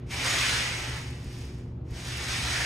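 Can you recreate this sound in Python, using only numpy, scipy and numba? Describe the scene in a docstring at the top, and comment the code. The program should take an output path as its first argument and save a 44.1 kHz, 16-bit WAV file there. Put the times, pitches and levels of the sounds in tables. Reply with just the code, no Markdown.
"""A stereo microphone close to a tiled floor, in a hard-walled room where ventilation rumbles and hums.
Two exercise sliders under a person's feet break loose with a scuff and glide apart; dense tiny slips
and grit excite the discs, which sound fuller the faster they go. From about 1 s they creep at the
widest stance, with ticks of grit and soft thuds as the weight shifts. Near 1.9 s they are drawn back in."""
import sys
import numpy as np
from scipy import signal
from scipy.fft import rfft, irfft, next_fast_len
from scipy.io import wavfile
from numba import njit

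SR = 44100
rng = np.random.default_rng(int(sys.argv[2]) if len(sys.argv) > 2 else 0)


def generate_wav(sig):
    """Save sig (samples, or channels by samples) to the path in sys.argv[1] as 16-bit PCM at SR."""
    pcm = np.round(np.clip(np.atleast_2d(sig).T, -1, 1) * 32767).astype(np.int16)
    wavfile.write(sys.argv[1], SR, pcm)


N = 116865
TIME = np.arange(N) / SR


def undb(db):
    """Decibels to gain."""
    return 10 ** (np.asarray(db) / 20)


def unit(x):
    """Scale to rms 1."""
    return x / np.sqrt(np.mean(x ** 2))


def level_curve(points):
    """Gain over time through (seconds, dB) points."""
    return undb(np.interp(TIME, *np.array(points).T))


def colour(x, points):
    """Filter by (Hz, dB) points joined on a log-frequency axis."""
    hz, db = np.array(points, float).T
    size = next_fast_len(len(x) + SR // 2)
    f = np.maximum(np.fft.rfftfreq(size, 1 / SR), 1)
    gain = undb(np.interp(np.log(f), np.log(hz), db))
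    return irfft(rfft(x, size) * gain, size)[:len(x)]


def ring(x, hz, width_hz):
    """One resonance, gain 1 at its centre."""
    return signal.lfilter(*signal.iirpeak(hz, hz / width_hz, fs=SR), x)


def steep_ring(x, hz, width_hz):
    """A resonance applied twice, for steeper skirts; rms 1."""
    return unit(ring(ring(x, hz, width_hz), hz, width_hz))


@njit
def moving_ring(x, hz, width_hz):
    """A resonance whose centre moves, gain 1 at the centre."""
    y, band, low = np.empty(len(x)), 0., 0.
    for i in range(len(x)):
        g, damping = np.tan(np.pi * hz[i] / SR), width_hz / hz[i]
        v = (band + g * (x[i] - low)) / (1 + g * (g + damping))
        band, low = 2 * v - band, low + 2 * g * v
        y[i] = damping * v
    return y


def wander(per_s):
    """Smooth random motion of rms 1, changing about per_s times a second."""
    f = np.fft.rfftfreq(N, 1 / SR)
    return unit(irfft(rfft(rng.standard_normal(N)) / (1 + (f / per_s) ** 4), N))


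def stereo(mid, side):
    """Left and right from mid and side."""
    return np.array([mid + side, mid - side])


# The ventilation motor. Each row: frequency in Hz, rms level in dB.
MOTOR_HUM = [(120.1, -41), (240, -56.5), (360.2, -55.5), (601, -73)]
# The moving air. Each row: frequency in Hz, relative level in dB.
AIR_RUMBLE = [(20, -17.5), (33, -40), (48, 0.5), (58, -3.5), (71, 6), (82, -3.5), (105, -3.5), (150, -4.5),
              (205, -14.5), (260, -11.5), (330, -17.5), (460, -20.5), (560, -28.5), (1000, -34.5),
              (2000, -46.5), (4000, -54), (8000, -72), (15500, -75)]
# Its stereo width. Each row: frequency in Hz, side against mid in dB.
AIR_WIDTH = [(50, -90), (150, -38), (350, -11), (700, -2), (3000, -4)]
def ventilation(rumble_db=-38.5):
    """Room tone: low air rumble, with a steady motor hum in the centre."""
    mid, side = (undb(rumble_db) * unit(colour(rng.standard_normal(N), AIR_RUMBLE)) for _ in range(2))
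    hum = sum(undb(db) * np.sqrt(2) * np.sin(2 * np.pi * (hz * TIME + rng.random()))
              for hz, db in MOTOR_HUM)
    return stereo(mid + hum, colour(side, AIR_WIDTH))


ROOM_T60_S = 0.38
def reflections(treble_t60_s=0.092, gap_s=0.0042):
    """The hard walls answer just after the direct sound; their treble dies sooner."""
    t = np.arange(SR // 2) / SR
    noise = rng.standard_normal(len(t))
    low = signal.sosfilt(signal.butter(1, 3500, fs=SR, output="sos"), noise)
    tail = low * undb(-60 * t / ROOM_T60_S) + (noise - low) * undb(-60 * t / treble_t60_s)
    tail *= t > gap_s
    return tail / np.linalg.norm(tail)


# Stereo width of the reflections. Each row: frequency in Hz, side against mid in dB.
REFLECTION_WIDTH = [(100, -35), (300, -8.5), (600, -2), (1100, -1), (2200, -1), (4500, 5), (6500, -7),
                    (9000, -2), (15000, 16)]
def room(x, wet_db=-6.5, move_s=.08):
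    """Close up the direct sound leads; the reflections change every move_s as the feet travel."""
    hop, tails = int(move_s * SR), np.zeros((2, N + SR))
    for i in range(0, N, hop):
        for tail in tails:
            part = signal.fftconvolve(x[i:i + hop], reflections())
            tail[i:i + len(part)] += part
    wet = undb(wet_db)
    mid = x + wet * tails[0, :N]
    side = wet * colour(tails[1, :N], REFLECTION_WIDTH)
    return stereo(mid, side) / np.hypot(1, wet)


def dying_echo(start_db=-61):
    """At the outset the room still rings, dull and faint, from an earlier stroke."""
    envelope = undb(start_db - 60 * TIME / ROOM_T60_S)
    return envelope * steep_ring(rng.standard_normal(N), hz=1900, width_hz=2500)


# Shifts of weight. Each row: start in seconds, peak level in dB.
WEIGHT_SHIFTS = [(0.929, -33), (1.268, -28.5), (1.914, -29)]
def floor_thuds(hz=66.5, decay_s=.008):
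    """A low, heavily damped bump comes through the floor as the weight shifts."""
    out = np.zeros(N)
    for start, db in WEIGHT_SHIFTS:
        age = np.maximum(TIME - start, 0)
        bump = np.sin(2 * np.pi * hz * age) * age * np.exp(-age / decay_s)
        out += undb(db) * bump / np.abs(bump).max()
    return out


# Single grains under the discs. Each row: start in seconds, relative peak level in dB.
GRAINS = [(0.896, -37), (0.988, -39), (1.012, -41), (1.104, -45), (1.244, -44.5), (1.3276, -45),
          (1.387, -44), (1.4175, -50), (1.452, -47), (1.546, -52), (1.584, -54), (1.908, -45), (2.071, -37),
          (2.172, -33)]
def grit_ticks(decay_s=0.0034):
    """Grains of grit give way with a tiny, bright crack."""
    out = np.zeros(N)
    crack = steep_ring(rng.standard_normal(N), hz=7400, width_hz=7500)
    for start, db in GRAINS:
        grain = crack * (TIME >= start) * np.exp(-np.abs(TIME - start) / decay_s)
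        out += undb(db) * grain / np.abs(grain).max()
    return out


def slips(grit_per_s=2500, spread_db=2.5, grit_db=-3):
    """Friction: countless micro-slips, with grains of grit of uneven size among them."""
    kicks = (rng.random(N) < grit_per_s / SR) * rng.choice([-1, 1], N)
    sizes = undb(spread_db * np.minimum(rng.exponential(size=N), np.pi))
    return unit(rng.standard_normal(N) + undb(grit_db) * unit(kicks * sizes))


# Joints crossed. Each row: middle of the scrape in seconds, relative level in dB.
TILE_JOINTS = [(0.14, -47), (0.215, -42), (0.285, -45), (0.939, -48.5), (2.32, -46), (2.47, -39.5),
               (2.61, -42)]
def joint_scrapes(half_width_s=0.034):
    """A short, dull swell of scraping as a disc rides over a tile joint."""
    envelope = sum(undb(db) * np.exp(-((TIME - s) / half_width_s) ** 2) for s, db in TILE_JOINTS)
    return envelope * steep_ring(slips(), hz=883, width_hz=880)


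def scuff(start_s=0.107, attack_s=0.015, decay_s=0.06, gain_db=-36):
    """Sticking friction lets go and briefly rings the hollow of the discs."""
    age = np.maximum(TIME - start_s, 0)
    envelope = np.minimum(age / attack_s, 1) * np.exp(-age / decay_s)
    return undb(gain_db) * envelope * unit(ring(slips(), hz=2150, width_hz=530))


# The hollow under the discs. Each row: time in seconds, centre in Hz, dB against the rubbing.
HOLLOW_PATH = [(0.17, 2330, -6), (0.25, 1770, -9.5), (0.33, 1900, -12), (0.39, 2320, -19), (0.45, 1840, -6),
               (0.49, 1710, -20), (0.54, 1560, -7), (0.61, 2010, -8.5), (0.72, 2200, -7), (0.85, 2070, -16),
               (0.97, 1850, -10), (1.15, 1875, -13), (2.0, 1700, -27), (2.24, 1690, -10),
               (2.32, 1670, -7.5), (2.38, 2160, -6), (2.44, 1820, -12), (2.5, 1740, -10),
               (2.545, 1770, -3.5), (2.61, 1800, -5.5), (2.65, 1800, -5)]
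# Their rasping upper resonance. Each row: time in seconds, dB against the rubbing.
RASP_LEVEL = [(0.13, -2.5), (0.25, -6.5), (0.35, -12), (0.43, -3.5), (0.52, -10.5), (0.57, -7), (0.7, -9),
              (0.85, -10), (1.0, -9.5), (1.98, -22), (2.14, -3.5), (2.26, -11), (2.37, -4.5), (2.46, -8.5),
              (2.65, -2.5)]
def hollow(width_hz=680.):
    """Slips ring the hollow, which changes as the feet press and tilt, and a rasp above it."""
    seconds, hz, db = np.array(HOLLOW_PATH).T
    centre = np.interp(TIME, seconds, hz)
    cavity = moving_ring(slips(), centre, width_hz)
    cavity = unit(moving_ring(cavity, centre, width_hz))
    rasp = steep_ring(slips(), hz=2430, width_hz=1200)
    return undb(np.interp(TIME, seconds, db)) * cavity + level_curve(RASP_LEVEL) * rasp


# Colours of a fast glide and a slow creep. Each row: frequency in Hz, relative level in dB.
GLIDE_COLOUR = [(100, -47), (250, -9.5), (450, -14), (800, -11.5), (1050, -11), (1300, -5), (1600, -4),
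                (2300, -6.5), (2900, -6.5), (3500, -1.5), (4300, -3.5), (5400, -2), (6800, -8), (8200, -5),
                (9500, -13), (12000, -20.5), (13200, -29), (15500, -30.5)]
CREEP_COLOUR = [(100, -5), (250, -4), (450, 1.5), (800, 3), (1300, -2.5), (1800, 1.5), (2230, 3),
                (2650, 0.5), (3200, -6.5), (4200, -10), (5300, -2.5), (6800, -11.5), (8200, -9.5),
                (9500, -17.5), (12000, -19.5), (15500, -29.5)]
# Brightness of the rubbing. Each row: time in seconds, treble gain in dB.
TREBLE_LEVEL = [(0.12, 3), (0.23, -2), (0.35, -3), (0.5, -1), (0.63, -3), (0.8, -3), (0.95, -3),
                (1.15, 1.5), (1.35, 4.5), (1.62, 1), (2.0, 1), (2.2, -0.5), (2.46, 1), (2.6, 0.5)]
def rubbing(gain, midpoint_db=-43.5, blend_db=18, judder_db=.75, treble_hz=3500):
    """Juddering friction turns from creep to glide colour as the stroke gains speed and level."""
    glide_share = .5 + .5 * np.tanh((20 * np.log10(gain + 1e-9) - midpoint_db) / blend_db)
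    force = slips() * undb(judder_db * wander(per_s=60))
    glide, creep = unit(colour(force, GLIDE_COLOUR)), unit(colour(force, CREEP_COLOUR))
    rub = glide_share * glide + (1 - glide_share) * creep
    treble = colour(rub, [(treble_hz / 2, -30), (treble_hz, 0)])
    return rub + (level_curve(TREBLE_LEVEL) - 1) * treble


def stroke(curve, fade_in_s=0.036, fade_out_s=0.074):
    """Gain of one stroke: it starts, follows its level curve and stops."""
    start, end = curve[0][0], curve[-1][0]
    fade = np.interp(TIME, [start - fade_in_s, start, end, end + fade_out_s], [0, 1, 1, 0])
    return level_curve(curve) * fade


# Loudness follows the speed of the feet. Each row: time in seconds, relative level in dB.
STROKE_OUT = [(0.09, -55.5), (0.113, -42), (0.2, -33.5), (0.27, -26.5), (0.35, -26), (0.53, -27.5),
              (0.6, -29), (0.7, -33.5), (0.82, -34.5), (0.96, -39), (1.1, -49), (1.19, -53), (1.3, -53.5),
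              (1.42, -51), (1.52, -56.5), (1.62, -61.5), (1.7, -71)]
STROKE_IN = [(1.875, -64.5), (1.955, -46), (2.01, -43), (2.08, -39.5), (2.16, -38.5), (2.22, -36.5),
             (2.31, -32.5), (2.42, -34.5), (2.48, -32.5), (2.55, -32), (2.65, -32.5)]
# Narrow rings of the discs. Each row: centre in Hz, width in Hz, dB against the rubbing.
DISC_MODES = [(1552, 31, -27.5), (1850, 170, -19), (2200, 20, -40), (2410, 20, -39), (2980, 64, -16)]
def sliders(gain_db=-0.97, thin_tone_db=-25.5):
    """Near the microphone the discs rub and ring, out and back in."""
    gain = stroke(STROKE_OUT) + stroke(STROKE_IN)
    rub = rubbing(gain)
    rings = sum(undb(db) * unit(ring(slips(), hz, width)) for hz, width, db in DISC_MODES)
    # A thin, narrow tone near 6.9 kHz is also heard, rising and falling with the rubbing.
    thin_tone = undb(thin_tone_db) * unit(ring(slips(), hz=6912, width_hz=19))
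    return undb(gain_db) * gain * (rub + hollow() + rings + thin_tone)


def scene(right_lead_db=0.5):
    """The sliders in the room, a touch right of centre, over floor thuds and ventilation."""
    discs = sliders() + scuff() + joint_scrapes() + grit_ticks() + dying_echo()
    balance = undb([[-right_lead_db / 2], [right_lead_db / 2]])
    return room(discs) * balance + floor_thuds() + ventilation()


# A small peak, then a narrow dip in the treble. Each row: frequency in Hz, gain in dB.
TREBLE_NOTCH = [(6000, 0), (6980, 5), (7250, -22), (7650, -3), (7950, -0.5), (8500, 0)]
def record(dry, top_hz=15500):
    """The treble has a narrow dip near 7.3 kHz, and the top is cut."""
    heard = np.array([colour(channel, TREBLE_NOTCH) for channel in dry])
    return signal.sosfilt(signal.ellip(10, .2, 80, top_hz, fs=SR, output="sos"), heard)


dry = scene()
out = record(dry)
generate_wav(out)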